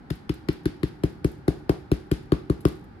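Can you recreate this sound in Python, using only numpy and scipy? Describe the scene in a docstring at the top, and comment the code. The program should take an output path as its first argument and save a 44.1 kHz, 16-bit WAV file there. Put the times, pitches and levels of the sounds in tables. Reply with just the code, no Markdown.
"""Crunchy, hollow dabs, about five a second: a crumpled ball of aluminium foil on a hand-held foam board.
Each dab is a few milliseconds of buckling creases over a thump from the board's bending modes.
Now and then the foil ticks as it lifts off or shifts in the fingers.
It all sits close and a little to the left, in a small room that hums quietly."""
import sys
import numpy as np
from scipy import signal
from scipy.fft import rfft, irfft, next_fast_len
from scipy.io import wavfile

SR = 44100
rng = np.random.default_rng(int(sys.argv[2]) if len(sys.argv) > 2 else 0)


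def dump(signal):
    """Clip the signal to [-1, 1] and save it as 16-bit WAV at the path in sys.argv[1]."""
    limited = np.clip(np.atleast_2d(signal).T, -1, 1)
    pcm = np.round(limited * 32767).astype(np.int16)
    wavfile.write(sys.argv[1], SR, pcm)


N = 132300
SIZE = next_fast_len(N + SR)
HZ = np.maximum(np.fft.rfftfreq(SIZE, 1 / SR), 1e-3)
TIME = np.arange(N) / SR

# The ball landing on the board; give_s is the time the creases take to give way:
# start_s, push_db, hardness_hz, give_s, boom_db, knock_hz, knock_db, crunch_db, sizzle_db
DABS = [(0.1027, -1.5, 237, 0.003, -4.5, 694, 5, -1.5, -1),
        (0.2935, -3.5, 347, 0.0012, -2, 320, -1.5, 0, -2.5),
        (0.4863, -3, 464, 0.00037, -3, 340, -3, 3, -1.5), (.6559, -3.5, 435, 0, -1, 330, 1, 1, 0),
        (.8318, -2, 430, 0, -1.5, 340, -7.5, 0, -1.5), (1.0357, 0, 540, .0003, -1, 636, -3, -1, 1),
        (1.245, 0, 573, 0.00053, -0.5, 650, -17, -2.5, 2.5), (1.4798, 0, 726, 0, -1, 780, 6, 0, 3),
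        (1.6936, -1, 1010, 0.00014, -0.5, 810, 8, 1.5, 2.5), (1.9155, 1, 544, 0, 0.5, 835, 3, 1, 2.5),
        (2.1143, 0, 495, 0.00027, 0, 950, -3, 2, 4.5), (2.3198, 1.5, 690, 0.00032, -0.5, 1170, 8, 1, 0),
        (2.4983, 0, 553, 0.00014, -1, 1140, 8, -4.5, -2.5), (2.6522, 2, 750, 0, 0, 1150, 4.5, 3.5, 4.5)]


def from_db(db):
    """Decibels to gain."""
    return 10 ** (np.asarray(db) / 20)


def curve(rows):
    """A table of frequency and value, drawn across the spectrum on a log-frequency axis."""
    freq_hz, values = np.transpose(rows)
    return np.interp(np.log(HZ), np.log(freq_hz), values)


def colour(eq):
    """Spectrum of a causal (minimum-phase) filter that follows an EQ curve."""
    cepstrum = irfft(np.log(from_db(curve(eq))), SIZE)
    cepstrum[1:SIZE // 2] *= 2
    cepstrum[SIZE // 2 + 1:] = 0
    return np.exp(rfft(cepstrum))


def resonance(hz, width_hz):
    """Spectrum of one resonance, gain 1 at its peak."""
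    return 1j * HZ * width_hz / (hz ** 2 - HZ ** 2 + 1j * HZ * width_hz)


def diffuse_noise():
    """Stereo spectra of white noise in a diffuse field: centred in the bass, wide in the treble."""
    # Likeness of left and right: freq_hz, correlation
    likeness = [(60, 1), (300, 0.61), (800, 0.1), (3000, 0.033)]
    alike = curve(likeness)
    mid, side = rfft(rng.standard_normal((2, SIZE)))
    return (np.sqrt(1 + alike) * mid + np.sqrt(1 - alike) * side * [[1], [-1]]) / np.sqrt(2)


def room_hum(level_db=-46.5):
    """The bed: steady, low room tone."""
    # Colour of the room tone: freq_hz, relative_db
    hum_eq = [(25, -21), (55, 0.5), (90, -1.5), (150, -2), (235, -4.5), (320, -6), (450, -14.5),
              (650, -21.5), (820, -11), (1000, -22.5), (1500, -19), (2800, -35), (4800, -38.5), (6500, -51),
              (12000, -53.5), (16000, -64)]
    noise = irfft(diffuse_noise() * from_db(curve(hum_eq)), SIZE)[:, :N]
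    return from_db(level_db) * noise / np.std(noise)


def room_bands(build_s=0.007):
    """Yields each reverb band's share of the spectrum and its swelling, dying envelope."""
    # Reverb of the small room: centre_hz, level_db, t60_s
    reverb = [(60, -20.5, 0.55), (150, -15.5, .5), (330, -14.5, .45), (770, -9, 0.29), (2160, -4.5, 0.4),
              (4440, -4, 0.39), (8000, -5.5, 0.32), (13200, -15.5, 0.29), (15300, -24, 0.23)]
    t = TIME[:SR * 2 // 3]
    centres = np.log([row[0] for row in reverb])
    for share, (_, db, t60_s) in zip(np.eye(len(reverb)), reverb):
        fade = (1 - np.exp(-(t / build_s) ** 2)) * from_db(-60 * t / t60_s)
        yield np.interp(np.log(HZ), centres, share), from_db(db) * fade / np.sqrt(np.sum(fade ** 2))


def room_response():
    """Spectrum of the room's tail, as the thumps ring it."""
    noise = diffuse_noise()
    tail = sum(irfft(noise * share, SIZE)[:, :len(fade)] * fade for share, fade in room_bands())
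    return rfft(tail, SIZE)


def room_wash(snaps, eq):
    """The foil's snaps fly in all directions and return as a diffuse wash that follows their energy."""
    noise = diffuse_noise() * from_db(curve(eq))
    energy, wash = rfft(snaps ** 2), 0
    for share, fade in room_bands():
        lingering = irfft(energy * rfft(fade ** 2, SIZE), SIZE)
        wash = wash + irfft(noise * share, SIZE) * np.sqrt(np.abs(lingering))
    return wash


def direct_path(lag_s):
    """Spectra of the straight path to two microphones, the right one lag_s later."""
    # Pan of the direct sound: freq_hz, left_minus_right_db
    pan = [(50, 3.5), (130, 6.5), (310, 0), (600, 1), (1300, 11.5), (4000, 9.5), (7000, -0.5), (9500, -10),
           (12000, 0.5)]
    sides = np.array([[1], [-1]])
    return from_db(curve(pan) / 2 * sides) * np.exp(1j * np.pi * HZ * lag_s * sides)


def board_thumps(boom_below_hz=110, knock_q=4.24):
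    """Spectrum of the board: each cushioned push rings its bending modes, the low ones arriving last."""
    # Bending modes, neighbours swinging in opposite directions: pitch_hz, width_hz, level_db
    bending_modes = [(57.6, 25.1, 37.5), (74.6, 83, 33.5), (147.2, 31.5, 37.5), (211, 57, 24),
                     (264, 21, 29.5), (299.3, 42.1, 37.5), (376, 46, 37.5), (527, 280, 23.5),
                     (810, 47, 13.5), (1077, 102, 14), (1510, 83, 2)]
    boom = body = thumps = 0
    for k, (hz, width_hz, db) in enumerate(bending_modes):
        travel_s = 0.0011 * np.sqrt(100 / hz)   # higher bending waves cross the board faster
        mode = (-1) ** k * from_db(db) * resonance(hz, width_hz) * np.exp(-2j * np.pi * HZ * travel_s)
        if hz < boom_below_hz:
            boom += mode
        else:
            body += mode
    for start_s, push_db, hardness_hz, give_s, boom_db, knock_hz, knock_db, _, _ in DABS:
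        delay = np.exp(-2j * np.pi * HZ * (start_s + give_s))
        push = from_db(push_db) * delay / (1 + 1j * HZ / hardness_hz) ** 3
        # The knock is the ball's short bounce on the skin of the board.
        bounce = 1 + from_db(knock_db) * resonance(knock_hz, knock_hz / knock_q)
        thumps += push * bounce * (from_db(boom_db) * boom + body)   # the spot hit sets the boom
    return thumps


def creases(envelope, per_s=7000, spread_db=2.5):
    """Creases buckle at random: snaps of uneven size under an envelope, total energy 1."""
    count = len(envelope)
    sizes = from_db(spread_db * np.minimum(rng.exponential(1, count), 2)) * rng.choice([-1, 1], count)
    snaps = sizes * (rng.random(count) < per_s / SR) * envelope
    return snaps / np.sqrt(np.sum(snaps ** 2) + 1e-12)


def place(track, start_s, sound):
    """Mix a sound into a stereo track; the right side lags a little more or less as the hand moves."""
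    lag_s = rng.normal(0.0002725, 0.00003)
    for channel, arrival_s in zip(track, (start_s - lag_s / 2, start_s + lag_s / 2)):
        start = int(arrival_s * SR)
        channel[start:start + len(sound)] += sound


def foil_layers(crunch_s=0.0039, settle_s=0.02, crinkle_s=0.079, tick_s=0.0047):
    """Creases buckle as the ball lands, settles and lifts. Returns (snaps, eq): crunch, sizzle, ticks."""
    # Colour of the coarse creases: freq_hz, level_db
    crunch_eq = [(300, -4.5), (800, -3), (1600, -0.5), (2500, -6.5), (4200, -8), (5200, -10), (6200, -25),
                 (8000, -29), (11000, -49)]
    # Colour of the fine creases: freq_hz, level_db
    sizzle_eq = [(2000, -35), (5000, -17), (7000, -17.5), (8300, -21), (9500, -14.5), (11500, -14.5),
                 (13300, -17), (15300, -30), (16300, -25)]
    # Colour of the thin ticks: freq_hz, level_db
    tick_eq = [(500, -26), (3500, -3), (6000, -8.5), (9000, -3), (13000, 4), (16000, -16)]
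    # The foil lifting off or shifting: start_s, relative_db
    tick_cues = [(0.155, -11.5), (.3411, -5), (0.529, -6.5), (.881, -14), (1.3174, -10), (1.943, -13),
                 (2.607, -7.5), (2.615, -14), (2.6842, 1), (2.8419, -18)]
    crunch, sizzle, ticks = np.zeros((3, 2, SIZE))
    t = TIME[:SR // 6]
    settling = from_db(-14) * np.exp(-t / settle_s)   # creases go on yielding under the fingers
    for start_s, _, _, give_s, _, _, _, crunch_db, sizzle_db in DABS:
        landing = np.exp(-(t / (crunch_s + 0.5 * give_s)) ** 4)
        envelope = landing + settling
        stray_snaps = from_db(-15.5) * creases(np.exp(-t / crinkle_s), per_s=130)
        place(crunch, start_s, from_db(crunch_db + 1) * creases(envelope))
        place(sizzle, start_s, from_db(sizzle_db) * (creases(envelope) + stray_snaps))
    for start_s, db in tick_cues:
        place(ticks, start_s, from_db(db - 19) * creases(np.exp(-t / tick_s)))
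    return [(crunch, crunch_eq), (sizzle, sizzle_eq), (ticks, tick_eq)]


def scene():
    """Board and foil up close, with the room's reverb and hum around them."""
    # The board's later arrival on the right: freq_hz, lag_s
    board_lag = [(60, .0001), (250, 0.00013), (600, 0.00044), (1200, 0.00038)]
    mix = irfft(board_thumps() * (direct_path(curve(board_lag)) + room_response()), SIZE)
    for snaps, eq in foil_layers():
        close = irfft(rfft(snaps) * colour(eq) * direct_path(lag_s=0), SIZE)
        mix += close + room_wash(snaps[0], eq)
    return mix[:, :N] + room_hum()


def record(dry, low_cut_hz=30, high_cut_hz=17100):
    """A gentle low cut and a steep high cut."""
    dry = signal.sosfilt(signal.butter(2, low_cut_hz, "high", fs=SR, output="sos"), dry)
    return signal.sosfilt(signal.cheby2(12, 70, high_cut_hz, fs=SR, output="sos"), dry)


dry = scene()
out = record(dry)
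dump(out)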